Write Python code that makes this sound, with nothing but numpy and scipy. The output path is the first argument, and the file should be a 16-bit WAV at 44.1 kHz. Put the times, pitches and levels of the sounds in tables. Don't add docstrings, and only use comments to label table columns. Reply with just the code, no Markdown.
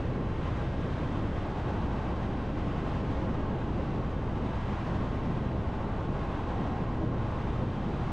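import sys
import numpy as np
from scipy import signal
from scipy.fft import rfft, irfft
from scipy.io import wavfile
from scipy.ndimage import uniform_filter1d

SR = 44100
rng = np.random.default_rng(int(sys.argv[2]) if len(sys.argv) > 2 else 0)


def put_to_file(sound):
    columns = np.atleast_2d(sound).T
    safe = np.clip(columns, -1, 1)
    whole_steps = np.round(safe * 32767)
    wavfile.write(sys.argv[1], SR, whole_steps.astype(np.int16))


N = 358091
TIME = np.arange(N) / SR
BINS = np.maximum(np.arange(N // 2 + 1) * SR / N, 1)

# (frequency [Hz], relative level [dB])
RUMBLE_SPECTRUM = [(5, -9), (15, -1), (27, 2), (57, -0.4), (71, 1.5), (83, -2), (105, -0.5), (138, -1),
                   (155, -5), (215, -5.5), (250, -8), (300, -6.5), (345, -8.5), (385, -10), (600, -13.5)]
# (centre time [s], duration [s], boom lift [dB], drone lift [dB], growl lift [dB])
SURGES = [(0.077, 0.24, -4, -2.5, 0.5), (0.204, 0.11, -4, 5, 2.5), (.55, 0.6, -0.5, -1.5, -0.5),
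          (1.172, 0.24, -1.5, 0.7, -0.6), (1.456, 0.18, -4.5, -3, 1), (1.852, 0.13, 2.5, 0.5, 0),
          (2.4, .35, -1.5, 0, 0.5), (2.697, 0.23, 0.5, 0.3, -0.5), (3.38, 0.7, -0.1, 1.3, 2),
          (4.426, 0.12, -1.5, 4, -1), (4.7, 0.25, 0, -1, -1.5), (5.002, 0.17, 0, 3.5, 0),
          (5.347, 0.19, 0.5, 3.5, -2), (6.402, 0.31, -2, -1.5, 0.5), (6.656, 0.13, -1, 4.5, 1.5),
          (7.066, 0.11, -1.5, 0, 3), (7.352, 0.19, 0, -3, -1), (7.852, 0.26, -3.5, 2.4, -0.8)]
# (time [s], relative roar level [dB], relative hiss level [dB])
RUSH_LEVELS = [(0.0, -44, -49), (0.27, -45.5, -50.5), (0.46, -41, -48), (0.58, -42.5, -48),
               (0.73, -44.5, -49.5), (0.95, -43.5, -48), (1.15, -42, -48.5), (1.3, -44, -48.5),
               (1.55, -41.5, -48.5), (1.95, -41, -48.5), (2.25, -42, -49), (2.55, -44.5, -49.5),
               (2.9, -41, -48), (3.1, -41.7, -48.5), (3.55, -41.5, -50), (3.8, -42.3, -49.5),
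               (4.15, -43, -50.5), (4.4, -41.5, -49.5), (4.76, -40.5, -48), (4.95, -41.5, -48.5),
               (5.3, -42.5, -49.5), (5.55, -43.5, -50.5), (5.8, -40.5, -49.5), (6.05, -42.5, -50),
               (6.3, -40.5, -48.5), (6.75, -40.5, -49), (7.08, -43.5, -50.9), (7.42, -40.3, -48.5),
               (7.7, -43.5, -50.2), (8.1, -40.5, -48.5)]
# (frequency [Hz], relative gain [dB])
TRANSMISSION = [(620, 0.5), (850, -0.9), (1130, -3.5), (1400, -9.5), (1800, -16.5), (2300, -20),
                (3000, -22.5), (4000, -29), (5500, -36), (8000, -44.5), (10000, -55.5), (11500, -59.5),
                (12700, -65)]
# (frequency [Hz], bandwidth [Hz], lift [dB])
MODES = [(640, 14, 2), (820, 26, 2.5), (878, 22, 2.2), (1022, 10, 2), (1090, 9, 3), (1106, 9, 2),
         (1150, 16, 2), (1230, 9, 4), (1535, 12, 3.5), (1598, 14, 3.5), (1635, 20, 6), (1832, 16, 6),
         (1860, 14, 4.5), (1916, 10, 3.5), (1986, 13, 7.5), (2131, 13, 6), (2205, 16, 4.5), (2346, 14, 4.5),
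         (2672, 14, 3.5), (2713, 22, 4), (2901, 16, 4), (3165, 10, 4), (3196, 19, 6), (3493, 17, 3),
         (3578, 14, 8), (3816, 20, 5), (3967, 14, 9), (5345, 16, 5), (5916, 16, 5.5), (5986, 20, 5.5),
         (6395, 31, 4)]
# (centre time [s], duration [s], frequency [Hz], bandwidth [Hz], level at the centre [dB])
SWELLS = [(0.158, 0.23, 123, 50, -35.5), (0.8, 1, 112, 65, -38), (1.133, 0.3, 300, 109, -42),
          (1.9, 1, 804, 250, -48), (2.697, 0.93, 288, 80, -43.5), (3.08, 0.23, 104, 35, -39),
          (3.2, 0.19, 528, 55.3, -47), (4.898, 0.24, 77, 22, -38.5), (5.72, 0.31, 74.5, 30, -40.5),
          (6.48, 0.64, 795, 200, -48), (7.143, 0.36, 120, 55.7, -38), (7.618, 0.21, 118, 55, -38),
          (8.022, 0.062, 76, 22, -40)]
# (time [s], level [dB])
WHINE_LEVELS = [(0, -53.5), (0.6, -55.5), (0.75, -57.5), (1.3, -59), (1.9, -58), (2.5, -59), (3.0, -52.5),
                (3.65, -55.5), (3.9, -69), (4.55, -61), (4.75, -53), (5.35, -53), (5.55, -58), (5.8, -55.5),
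                (6.7, -53.5), (7.3, -50.5), (8.1, -59.5)]
# (time [s], gain [dB], centre frequency [Hz], decay time [s])
TICKS = [(3.794, -28.5, 523, 0.0074), (7.322, -30.5, 1020, 0.0045)]
# (frequency [Hz], side relative to mid [dB])
STEREO_WIDTH = [(120, -82.5), (170, -67), (240, -61), (320, -50.5), (420, -20.5), (600, -18.5), (940, -16),
                (2400, -14.5), (5000, -15), (8000, -19.5)]

SHAKE_DB, BOOM_DB, DRONE_DB, GROWL_DB = -38.5, -34.5, -38, -40
LUMP_SPREAD_DB, LUMP_RATE_HZ = 0.86, 13
WHINE_HZ, WHINE_WIDTH_HZ = 1061, 11
TOP_HZ = 12700


def road_rumble():
    boom_lift_db, drone_lift_db, growl_lift_db = surge_lift()
    body = vibration(band(5, 60), hold_s=0.036, grain_db=1.0, rate_hz=4)
    cabin_air = vibration(band(58.7, 146.6), hold_s=0.046, grain_db=0.56, rate_hz=5.2)
    tyre_cavity = vibration(band(157.3, 262.0), hold_s=0.19, grain_db=0.66, rate_hz=4.5)
    floor = vibration(band(274.0, 620), hold_s=0.32, grain_db=0.33, rate_hz=6.3)
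    shake = undb(SHAKE_DB) * body
    boom = undb(BOOM_DB + boom_lift_db) * cabin_air
    drone = undb(DRONE_DB + drone_lift_db) * tyre_cavity
    growl = undb(GROWL_DB + growl_lift_db) * floor
    lumps = undb(LUMP_SPREAD_DB * flutter(LUMP_RATE_HZ))
    return shake + boom + lumps * (drone + growl)


def vibration(passband, hold_s, grain_db, rate_hz):
    grain = undb(grain_db * flutter(rate_hz))
    return grain * steady_noise(colour(RUMBLE_SPECTRUM) * passband, hold_s)


def surge_lift():
    lift = np.zeros((3, N))
    for centre_s, length_s, *lift_db in SURGES:
        lift += np.outer(lift_db, np.exp(-(2 * (TIME - centre_s) / length_s) ** 2))
    return lift


def outside_rush():
    roar_db, hiss_db = curves(RUSH_LEVELS)
    treads = steady_noise(path_to_seat(cabin_db=-14.5, tunnel_db=-7.5) * band(622, 1260), hold_s=0.27)
    air = steady_noise(path_to_seat(cabin_db=-14.5, tunnel_db=-2.0) * band(1338, 14000), hold_s=0.38)
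    turbulence = flutter(rate_hz=16)
    roar = undb(roar_db - 1.36 + 0.59 * turbulence) * treads
    hiss = undb(hiss_db + 0.5 * turbulence) * air
    swell_db = uniform_filter1d(hiss_db - hiss_db.mean(), size=SR // 4)
    treble = shape(hiss, band(2500, 16000, order=4))
    return roar + hiss + (undb(0.68 * swell_db) - 1) * treble


def path_to_seat(cabin_db, tunnel_db):
    cabin = undb(cabin_db) * reflections(delay_s=0.0034, build_s=0.0041, t60_s=0.43)
    tunnel = undb(tunnel_db) * reflections(delay_s=0.065, build_s=0.019, t60_s=0.41)
    ringing = 1 + sum((undb(db) - 1) / (1 + (2 * (BINS - hz) / width) ** 2) for hz, width, db in MODES)
    return colour(TRANSMISSION) * (1 + cabin + tunnel) * ringing


def reflections(delay_s, build_s, t60_s):
    age = np.maximum(TIME - delay_s, 0)
    onset = 1 - np.exp(-age / build_s)
    decay = np.exp(-np.log(1000) * age / t60_s)
    cloud = rng.standard_normal(N) * onset * decay
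    return rfft(cloud / np.sqrt(np.sum(cloud ** 2)))


def resonant_swells():
    out = np.zeros(N)
    for centre_s, length_s, hz, width_hz, db in SWELLS:
        envelope = np.exp(-2 * ((TIME - centre_s) / length_s) ** 2)
        out += undb(db) * envelope * ringing_noise(hz, width_hz, hold_s=0.21)
    return out


def groove_whine():
    level_db, = curves(WHINE_LEVELS)
    return undb(level_db) * ringing_noise(WHINE_HZ, WHINE_WIDTH_HZ, hold_s=0.13)


def dull_ticks():
    out = np.zeros(N)
    for start_s, db, hz, decay_s in TICKS:
        age = np.maximum(TIME - start_s, 0)
        envelope = (1 - np.exp(-age / 0.001)) * np.exp(-age / decay_s)
        out += undb(db) * envelope * ringing_noise(hz, width_hz=0.26 * hz, hold_s=0.0084)
    return out


def ringing_noise(hz, width_hz, hold_s):
    return steady_noise(1 / (1 + (2 * (BINS - hz) / width_hz) ** 4), hold_s)


def steady_noise(gain, hold_s):
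    noise = shape(rng.standard_normal(N), gain)
    size = max(int(hold_s * SR), 1)
    power = uniform_filter1d(uniform_filter1d(noise ** 2, size), size)
    return noise / np.sqrt(power)


def flutter(rate_hz):
    wander = shape(rng.standard_normal(N), 1 / (1 + (BINS / rate_hz) ** 4))
    return wander / wander.std()


def shape(sound, gain):
    return irfft(rfft(sound) * gain, N)


def band(low_hz, high_hz, order=16):
    return ((1 + (low_hz / BINS) ** order) * (1 + (BINS / high_hz) ** order)) ** -0.5


def colour(points):
    hz, db = np.transpose(points)
    return undb(np.interp(np.log(BINS), np.log(hz), db))


def curves(table):
    times, *columns = np.transpose(table)
    return [np.interp(TIME, times, column) for column in columns]


def undb(db):
    return 10 ** (np.asarray(db) / 20)


def scene():
    mid = road_rumble() + outside_rush() + resonant_swells() + groove_whine() + dull_ticks()
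    diffuse_phase = np.angle(reflections(delay_s=0.001, build_s=0.002, t60_s=0.3))
    side = shape(mid, colour(STEREO_WIDTH) * np.exp(1j * diffuse_phase))
    return np.array([mid + side, mid - side])


def record(dry):
    return signal.sosfilt(signal.ellip(8, 0.1, 70, TOP_HZ, fs=SR, output="sos"), dry)


dry = scene()
out = record(dry)
put_to_file(out)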